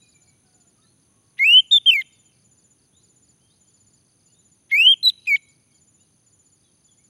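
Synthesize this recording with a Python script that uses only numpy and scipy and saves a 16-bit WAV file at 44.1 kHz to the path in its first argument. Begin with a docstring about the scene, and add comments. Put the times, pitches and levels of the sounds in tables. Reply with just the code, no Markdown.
"""A garden opens on the fading echoes of an earlier thrush phrase, then far birds and fowl, over distant
traffic and four kinds of insect that chirp, sweep, trill and hiss with their wings. At 1.4 s the caged
thrush close by whistles three notes on its vibrating membranes: a long rise, a short high note, a fall.
The valley rings faintly after it. At 4.7 s it sings a second phrase of three, and the valley rings again.
Insects and far birds play on to the end, the traffic easing."""
import sys
import numpy as np
from scipy import signal
from scipy.fft import rfft, irfft
from scipy.io import wavfile
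from scipy.ndimage import uniform_filter1d

SR = 44100
rng = np.random.default_rng(int(sys.argv[2]) if len(sys.argv) > 2 else 0)


def to_wav(sig):
    """Store sig (one row per channel, or 1-D mono) as 16-bit WAV at the path in sys.argv[1].

    Samples outside -1..1 are clipped; the rate is SR.
    """
    pcm = np.clip(np.atleast_2d(sig), -1, 1) * 32767
    pcm = np.round(pcm).astype(np.int16)
    wavfile.write(sys.argv[1], SR, pcm.T)  # frames by channels


N = 312669

FULL_VOICE_DB, UPPER_FOLLOW = -12.5, .67   # partials from the 3rd up follow only part of the dynamics
TOP_PARTIAL_HZ, TOP_FADE_HZ = 17000, 1000   # partials fade out as they near the top
# Voicing across the range: (pitch [Hz], fundamental [dB], 2nd [dB], 3rd [dB], higher partials [dB])
TIMBRE_BY_PITCH = [(1570, -32, -1, -36, -37), (1896, -0.5, -6, -34, -27.5), (2091, 1, -34, -42.5, -34),
                   (2352, 0.5, -32.5, -35, -35.5), (2790, 0.5, -37.5, -31, -35.5), (2909, 0, -28, -34, -45),
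                   (3050, 1, -51, -41, -49), (3170, 0.5, -45.5, -32.5, -50.5), (3564, 0, -33.5, -45.5, -43),
                   (3684, -0.5, -25, -51.5, -45.5), (3860, 1, -44, -42.5, -41.5),
                   (3950, 1.5, -46, -36.5, -39), (3962, 3, -25.5, -31.5, -52.5),
                   (4150, -1, -24.5, -34, -59)]
# Balance of partials 4 to 7: (trim [dB])
HIGHER_TRIMS = [-6, -2, -7.5, -12]
# EQ of beak and head on partials 4 to 7: (frequency [Hz], gain [dB])
BEAK_EQ = [(8000, -10.5), (9500, -6.5), (11000, -4.5), (12000, -4), (13500, 4), (14500, 2), (15800, -3)]


def whistle(hz, level_db, brightness):
    """One note from unsteady membranes: a breathy near sine whose octave takes over at the lowest pitch."""
    count = len(hz)
    sung_hz, *voicing = np.transpose(TIMBRE_BY_PITCH)
    first_db, second_db, third_db, higher_db = [
        np.interp(hz, sung_hz, db) + trim for db, trim in zip(voicing, [0, *brightness])]
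    fundamental_db = level_db + first_db
    upper_db = FULL_VOICE_DB + UPPER_FOLLOW * (level_db - FULL_VOICE_DB)
    phase = running_phase(hz * (1 + .0004 * drift(380, count)))
    partials_db = [fundamental_db + .15 * drift(280, count),
                   level_db + second_db + 3 * drift(40, count),
                   upper_db + third_db + 3 * drift(40, count)]
    for number, trim_db in enumerate(HIGHER_TRIMS, start=4):
        beak_db = np.interp(number * hz, *np.transpose(BEAK_EQ))
        partials_db.append(upper_db + higher_db + trim_db + beak_db + 4.5 * drift(40, count))
    tone = np.zeros(count)
    for number, db in enumerate(partials_db, start=1):
        fray = 1 + amp(-14) * drift(700, count) * (number >= 3)   # a noisy fringe on the upper partials
        top_fade = np.clip((TOP_PARTIAL_HZ - number * hz) / TOP_FADE_HZ, 0, 1)
        tone += amp(db) * fray * top_fade * np.sin(number * phase)
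    breath = filtered_noise(count, order=4, hz=6000, kind="high")   # turbulent air past the membranes
    breath_db = fundamental_db - 59.5 + 3.8 * drift(50, count)
    return tone + amp(breath_db) * breath


ATTACK_S, RELEASE_S, SILENT_DB = .003, .004, -69.5
# Pitch and level curves, one list of breakpoints a note: (time [s], pitch [Hz], level [dB])
SONG_NOTES = [
    [(1.387, 1580, -46.5), (1.39, 1910, -35), (1.397, 2082, -18.5), (1.413, 2156, -14),
     (1.432, 2165, -10.5), (1.441, 2260, -12.5), (1.447, 2340, -10), (1.452, 2485, -13), (1.463, 2546, -10),
     (1.471, 2629, -12), (1.492, 2708, -8.5), (1.498, 2757, -9), (1.523, 2868, -9), (1.537, 2940, -6),
     (1.576, 3052, -4.5), (1.589, 3092, -5.5), (1.596, 3147, -9), (1.6, 3247, -10.5), (1.603, 3046, -10),
     (1.608, 3029, -24.5)],
    [(1.711, 3380, -24), (1.717, 3730, -9.5), (1.72, 3677, -11.5), (1.727, 3713, -6.5), (1.734, 3625, -5.5),
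     (1.741, 3580, -7.5), (1.748, 3560, -6), (1.755, 3554, -8), (1.766, 3522, -5.5), (1.775, 3594, -12.5),
     (1.782, 3270, -11.5), (1.785, 3270, -24)],
    [(1.86, 3020, -21), (1.865, 3210, -11), (1.872, 3214, -8.5), (1.88, 3184, -7.5), (1.901, 3018, -5),
     (1.906, 2960, -7.5), (1.908, 2670, -21.5), (1.912, 2570, -14.5), (1.921, 2750, -13.5),
     (1.93, 2696, -14), (1.935, 2636, -11.5), (1.945, 2337, -18), (1.956, 2340, -13), (1.973, 2128, -19.5),
     (1.984, 2178, -17.5), (1.995, 2141, -17.5), (2.002, 2090, -21), (2.006, 2090, -23.5),
     (2.012, 2064, -25.5), (2.018, 1580, -39), (2.021, 1530, -23)],
    [(4.71, 1603, -47.5), (4.716, 2030, -25.5), (4.72, 2182, -18), (4.734, 2143, -12), (4.742, 2123, -12),
     (4.749, 2253, -12), (4.758, 2253, -12.5), (4.762, 2332, -13), (4.775, 2355, -14.5),
     (4.779, 2440, -12.5), (4.788, 2584, -11.5), (4.794, 2533, -13), (4.8, 2535, -7.5),
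     (4.808, 2655, -10.5), (4.818, 2707, -9), (4.831, 2814, -12), (4.842, 2873, -13), (4.855, 2943, -7.5),
     (4.862, 2934, -10.5), (4.869, 3053, -4), (4.892, 3181, -7.5), (4.918, 3192, -7.5), (4.93, 3320, -11.5),
     (4.934, 3064, -15.5), (4.938, 3083, -12), (4.941, 2980, -17)],
    [(5.029, 3705, -27), (5.031, 3940, -21.5), (5.035, 4185, -18.5), (5.05, 4014, -14.5),
     (5.074, 3887, -9.5), (5.08, 3874, -5.5), (5.084, 3996, -13.5), (5.092, 4022, -13), (5.098, 3880, -17),
     (5.1, 3565, -11.5), (5.102, 3710, -25.5)],
    [(5.271, 2316, -30.5), (5.276, 2624, -19.5), (5.282, 2457, -17.5), (5.29, 2470, -15.5),
     (5.3, 2344, -16), (5.325, 2227, -12), (5.341, 2195, -12), (5.351, 2265, -10), (5.358, 2230, -15),
     (5.361, 1835, -30), (5.365, 1528, -27), (5.368, 1506, -29)],
]
# Brightness trims, one row a note: (2nd partial [dB], 3rd partial [dB], higher partials [dB])
NOTE_BRIGHTNESS = [(-3.5, -1, -2.1), (0.3, 2.3, 3), (3, 0.2, 0.5), (0, -1, 2.6), (1.8, 2.5, -0.8),
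                   (5, 4.5, -0.5)]


def thrush():
    """The lead voice: six gliding whistles, each springing from silence and falling back to it."""
    out = np.zeros(N)
    for note, brightness in zip(SONG_NOTES, NOTE_BRIGHTNESS):
        start = (note[0][0] - ATTACK_S, note[0][1], SILENT_DB)
        stop = (note[-1][0] + RELEASE_S, note[-1][1], SILENT_DB)
        hz, level_db = uniform_filter1d(curves([start, *note, stop]), size=60, mode="nearest")
        add(out, start[0], whistle(hz, level_db, brightness))
    return out


# Grit on the notes: (time [s], length [s], centre [Hz], width [Hz], level [dB])
GRIT_PUFFS = [(1.368, 0.013, 2300, 1200, -56.5), (1.376, 0.022, 2660, 1608, -44),
              (1.705, 0.043, 4821, 2000, -49.5), (1.857, 0.02004, 4294, 1197, -58),
              (2.013, 0.015, 2750, 1800, -42.5), (4.692, 0.012, 2800, 2000, -55.5),
              (4.696, 0.036, 2730, 1798, -42.5), (5.06, 0.057, 8980, 12900, -49),
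              (5.095, 0.02, 3300, 1200, -41), (5.253, 0.017, 3000, 1800, -49.5),
              (5.267, 0.0083, 3000, 2500, -43.5), (5.352, .014, 12000, 5000, -59),
              (5.358, 0.022, 3200, 2190, -45)]


def note_grit():
    """Scratchy puffs at the note edges, and one brief wide hiss over the second phrase's high note."""
    out = np.zeros(N)
    for s, length, hz, width, db in GRIT_PUFFS:
        count = round(length * SR)
        grit = filtered_noise(count, order=3, hz=[hz - width / 2, hz + width / 2], kind="band")
        add(out, s, amp(db) * np.hanning(count) * unit_rms(grit))
    return out


EARLY_T60_S, VALLEY_T60_S, SLOPE_DELAY_S, SLOPE_SMEAR_S = .15, .83, .41, .04
# EQ of leaves and walls on the reverb: (frequency [Hz], gain [dB])
ECHO_EQ = [(1900, -6), (2300, -1.5), (2700, 1), (3100, -1.5), (3600, 0.5), (4000, 2.5), (8000, -3),
           (16000, -10)]


def valley_echoes(send):
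    """Early reflections off cage, eaves and ground, the valley's tail and a smeared slap off a far slope."""
    t = np.arange(SR) / SR
    early = amp(-33 - 60 * t / EARLY_T60_S) * (t > .003)
    tail = amp(-39 - 60 * t / VALLEY_T60_S) * np.minimum(t / .033, 1)
    slap = amp(-62) * np.exp(-((t - SLOPE_DELAY_S) / SLOPE_SMEAR_S) ** 2)
    response = (early + tail + slap) * rng.standard_normal(SR) / np.sqrt(SR / 20)
    colour = amp(np.interp(np.fft.rfftfreq(2 * N, 1 / SR), *np.transpose(ECHO_EQ)))
    wet = irfft(rfft(send, 2 * N) * rfft(response, 2 * N) * colour)[:N]
    leaf_flutter = 1 + .2 * drift(70, N)   # moving leaves stir the echoes
    return wet * leaf_flutter


CHIRP_PERIOD_S = .0646
# Shape of one chirp: (time into the chirp [s], pitch [Hz], level [dB])
CHIRP_SHAPE = [(0, 7010, -76), (.003, 7015, -62), (.009, 7020, -55), (.02, 6990, -55), (.027, 6920, -60),
               (.031, 6860, -66), (.034, 6880, -62), (.038, 6900, -75), (.043, 6900, -71),
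               (.048, 6900, -90)]
# Cues for the trains of chirps: (first chirp [s], last chirp [s])
CHIRP_TRAINS = [(.015, .28), (.537, .67), (1.408, 1.67), (1.928, 2.25), (2.443, 2.70), (2.962, 3.29),
                (3.605, 3.93), (4.253, 4.52), (4.837, 4.97), (5.355, 5.49), (5.742, 6.0), (6.259, 6.52),
                (6.842, 7.04)]


def cricket():
    """A near cricket repeats one pure chirp that sags in pitch as the wing slows."""
    out = np.zeros(N)
    hz, db = curves(CHIRP_SHAPE)
    for first, last in CHIRP_TRAINS:
        for k in range(round((last - first) / CHIRP_PERIOD_S) + 1):
            s = first + k * CHIRP_PERIOD_S + rng.normal(0, .0008)
            add(out, s, amp(db + rng.normal(0, .6)) * np.sin(running_phase(hz)))
    return out


def wing_stroke(length_s, from_hz, to_hz):
    """One scrape of a wing: a gliding tone, roughened by uneven teeth."""
    count = round(length_s * SR)
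    teeth = 1 + .4 * drift(350, count)
    envelope = np.hanning(count) ** .49
    return envelope * teeth * np.sin(running_phase(np.linspace(from_hz, to_hz, count)))


STROKE_PERIOD_S, SWELL_DB_PER_STROKE = .0315, 1
CHATTER_PER_S, CHATTER_FLOOR_DB, CHATTER_RANGE_DB = 18, -80, 6
# Cues for the groups of strokes: (first stroke [s], last stroke [s], level of the last [dB])
SWEEP_GROUPS = [(.026, .115, -63.5), (.222, .289, -66), (.46, .524, -65), (.6, .6, -67), (.693, .693, -68),
                (.769, .831, -69), (1.016, 1.048, -71), (1.233, 1.295, -69), (2.121, 2.153, -65),
                (2.321, 2.415, -66), (2.552, 2.616, -67.5), (2.78, 2.844, -66), (3.01, 3.073, -67),
                (3.24, 3.303, -66.5), (3.405, 3.435, -72), (3.472, 3.562, -66), (3.642, 3.672, -71),
                (3.702, 3.765, -67), (3.802, 3.9, -68), (3.932, 3.996, -67.5), (4.05, 4.113, -66.5),
                (4.161, 4.227, -67), (4.267, 4.329, -65.5), (4.481, 4.543, -71), (5.192, 5.226, -65),
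                (5.481, 5.546, -65), (5.592, 5.622, -71), (5.708, 5.771, -65.5), (5.809, 5.839, -75.5),
                (5.993, 6.056, -71), (6.241, 6.302, -70), (6.458, 6.521, -70.5), (6.565, 6.63, -68),
                (6.678, 6.737, -69.5), (6.799, 6.863, -67.5), (6.907, 6.939, -77), (7.032, 7.063, -68.5)]


def sweeping_insects():
    """Falling wing strokes in small swelling groups, over the chatter of the same insects farther off."""
    out = np.zeros(N)
    strokes = []
    for first, last, last_db in SWEEP_GROUPS:
        for s in np.linspace(first, last, round((last - first) / STROKE_PERIOD_S) + 1):
            swell_db = SWELL_DB_PER_STROKE * (s - last) / STROKE_PERIOD_S
            strokes.append((s, last_db + swell_db + rng.normal(0, 1.2)))
    for when, strength in rng.random((round(CHATTER_PER_S * N / SR), 2)):
        strokes.append((when * N / SR, CHATTER_FLOOR_DB + CHATTER_RANGE_DB * strength))
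    for s, db in strokes:
        add(out, s, amp(db) * wing_stroke(length_s=.022, from_hz=5300, to_hz=4130))
    return out


TRILL_CYCLES_PER_S = 27.7
# The two strokes of a trill cycle: (time into the cycle [s], length [s], level [dB])
TRILL_STROKES = [(.0, .011, -67.5), (0.016, .015, -68.5)]


def trilling_insect():
    """An unbroken trill of paired, rising wing strokes."""
    out = np.zeros(N)
    for cycle in np.arange(.00038, N / SR, 1 / TRILL_CYCLES_PER_S):
        for s, length, db in TRILL_STROKES:
            stroke = wing_stroke(length, from_hz=5800, to_hz=6650)
            add(out, cycle + s + rng.normal(0, .001), amp(db + rng.normal(0, .51)) * stroke)
    return out


def leaf_blur(strokes, wet_db, t60_s=.1):
    """Leaves scatter the sound, softening each stroke with a short cloud of echoes."""
    t = np.arange(SR // 8) / SR
    cloud = amp(-60 * t / t60_s) * rng.standard_normal(len(t))
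    return strokes + amp(wet_db) * signal.fftconvolve(strokes, cloud / np.linalg.norm(cloud))[:N]


def katydids(centre_hz=9902, width_hz=960, wingbeat_hz=108.5, level_db=-67):
    """A chorus heard as a bell-shaped band of hiss that throbs with the wing beat."""
    hiss = coloured_noise(lambda hz: np.exp(-((hz - centre_hz) / width_hz) ** 2))
    throb = 1 + .21 * np.sin(running_phase(wingbeat_hz * (1 + .0087 * drift(7.5, N))))
    return amp(level_db) * hiss * throb


# Cues for the fading echoes of an earlier thrush phrase, then far birds and fowl:
# (time [s], length [s], start pitch [Hz], middle pitch [Hz], end pitch [Hz], level [dB])
FAR_WHISTLE_CUES = [(0.001, 0.048, 3850, 3910, 4200, -56.5), (0.045, 0.077, 3920, 3960, 3990, -68.5),
                    (0.013, 0.082, 2540, 2470, 2470, -62), (0.131, 0.0756, 2470, 2310, 2320, -63.5),
                    (0.2, 0.14, 3850, 4200, 3770, -72), (0.264, 0.11, 2290, 2260, 2300, -67.5),
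                    (0.83, 0.043, 1780, 1780, 1790, -70), (0.167, 0.18, 679, 730, 760, -76.5),
                    (0.439, 0.27, 760, 723, 690, -72.5), (0.778, .13, 1210, 1320, 1340, -71),
                    (0.811, 0.13, 3570, 4090, 4420, -66.5), (1.083, 0.41, 1086, 1116, 1110, -75.5),
                    (2.923, .11, 3200, 3870, 4150, -63.5), (3.399, 0.1205, 2950, 3180, 3120, -68),
                    (3.49, 0.076, 3450, 3926, 4490, -65.5), (3.62, .11, 3090, 3150, 3600, -76),
                    (4.271, 0.071, 2653, 2920, 3003, -73), (4.339, 0.097, 3465, 3800, 4150, -67.5),
                    (5.459, 0.054, 3300, 3297, 3156, -69), (5.722, 0.063, 3200, 3240, 3160, -72),
                    (5.968, .1, 3490, 3810, 4196, -72), (5.981, 0.087, 2550, 2940, 2600, -73),
                    (6.62, 0.097, 3700, 3870, 3546, -70), (6.636, .075, 3440, 3380, 3035, -68),
                    (6.873, 0.072, 3400, 3324, 2907, -67), (6.98, .06, 1950, 2265, 2267, -71)]


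def far_whistles(attack_s=.012, release_s=.02):
    """Wavering whistles on curved glides, quick to start, then sagging; only low voices have an octave."""
    out = np.zeros(N)
    for s, length, from_hz, middle_hz, to_hz, level_db in FAR_WHISTLE_CUES:
        t = np.arange(0, length, 1 / SR)
        hz = np.polyval(np.polyfit([0, length / 2, length], [from_hz, middle_hz, to_hz], 2), t)
        envelope_db = np.interp(t, [0, attack_s, length - release_s, length], [-18, 0, -3, -18])
        phase = running_phase(hz * (1 + .007 * drift(37, len(t))))
        octave = amp(-5) * np.sin(2 * phase) * (hz < 1000)
        waver_db = 3 * drift(77, len(t))
        add(out, s, amp(level_db + envelope_db + waver_db) * (np.sin(phase) + octave))
    return out


# Tone of the bed, from rumble to thin hiss: (frequency [Hz], relative level [dB])
BED_SPECTRUM = [(25, -35.5), (65, -10.5), (110, -1.5), (190, -6.5), (330, -11.5), (550, -20), (1000, -24.5),
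                (2000, -28.5), (3500, -27), (4700, -30), (5500, -35.5), (7000, -26), (7700, -35.5),
                (8500, -39.5), (12000, -43), (13600, -43), (14000, -39), (14400, -42.5), (16000, -40.5)]


def traffic_and_air(level_db=-64, fade_db_per_s=-.27):
    """A smooth bed of rumble and still air that sinks as the traffic draws away."""
    hz, db = np.transpose(BED_SPECTRUM)
    from_middle_s = (np.arange(N) - N / 2) / SR
    bed = coloured_noise(lambda f: amp(np.interp(np.log(f), np.log(hz), db)))
    return amp(level_db + fade_db_per_s * from_middle_s) * bed


def amp(db):
    """Gain of a level in dB."""
    return 10 ** (np.asarray(db) / 20)


def unit_rms(x):
    """The signal scaled to unit power."""
    return x / np.sqrt(np.mean(x ** 2) + 1e-20)


def filtered_noise(count, order, hz, kind):
    """White noise through a low-, high- or band-pass filter."""
    return signal.sosfilt(signal.butter(order, hz, kind, fs=SR, output="sos"), rng.standard_normal(count))


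def coloured_noise(gain):
    """Unit-power noise, shaped by a gain for each frequency."""
    hz = np.fft.rfftfreq(N, 1 / SR) + 1
    return unit_rms(irfft(rfft(rng.standard_normal(N)) * gain(hz), N))


def drift(hz, count):
    """A random modulator of unit power, moving at rates up to about hz."""
    return unit_rms(filtered_noise(count + 4000, order=4, hz=hz, kind="low")[4000:])


def add(track, s, sound):
    """Mixes a sound in from the given time on."""
    at = max(round(s * SR), 0)
    track[at:at + len(sound)] += sound[:max(N - at, 0)]


def curves(breakpoints):
    """Joins timed breakpoints into one sample-by-sample curve for each value column."""
    s, *columns = np.transpose(breakpoints)
    return [np.interp(np.arange(s[0], s[-1], 1 / SR), s, column) for column in columns]


def running_phase(hz):
    """Phase of a pitch curve, from a random start."""
    return 2 * np.pi * (np.cumsum(hz) / SR + rng.random())


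def scene():
    """The mono mix: thrush up front, far whistles deep in the reverb, insects and traffic behind."""
    lead = thrush() + note_grit()
    far = far_whistles()
    wet = valley_echoes(lead + amp(30) * far)   # a much hotter send sets the far whistles back
    insects = cricket() + leaf_blur(sweeping_insects(), wet_db=-4.5)
    insects += leaf_blur(trilling_insect(), wet_db=-3) + katydids()
    return (lead + far + wet + insects + traffic_and_air())[None]


def record(dry, cutoff_hz=15850):
    """A steep low-pass takes the very top off the mix."""
    return signal.sosfilt(signal.ellip(10, .5, 60, cutoff_hz, fs=SR, output="sos"), dry)


dry = scene()
out = record(dry)
to_wav(out)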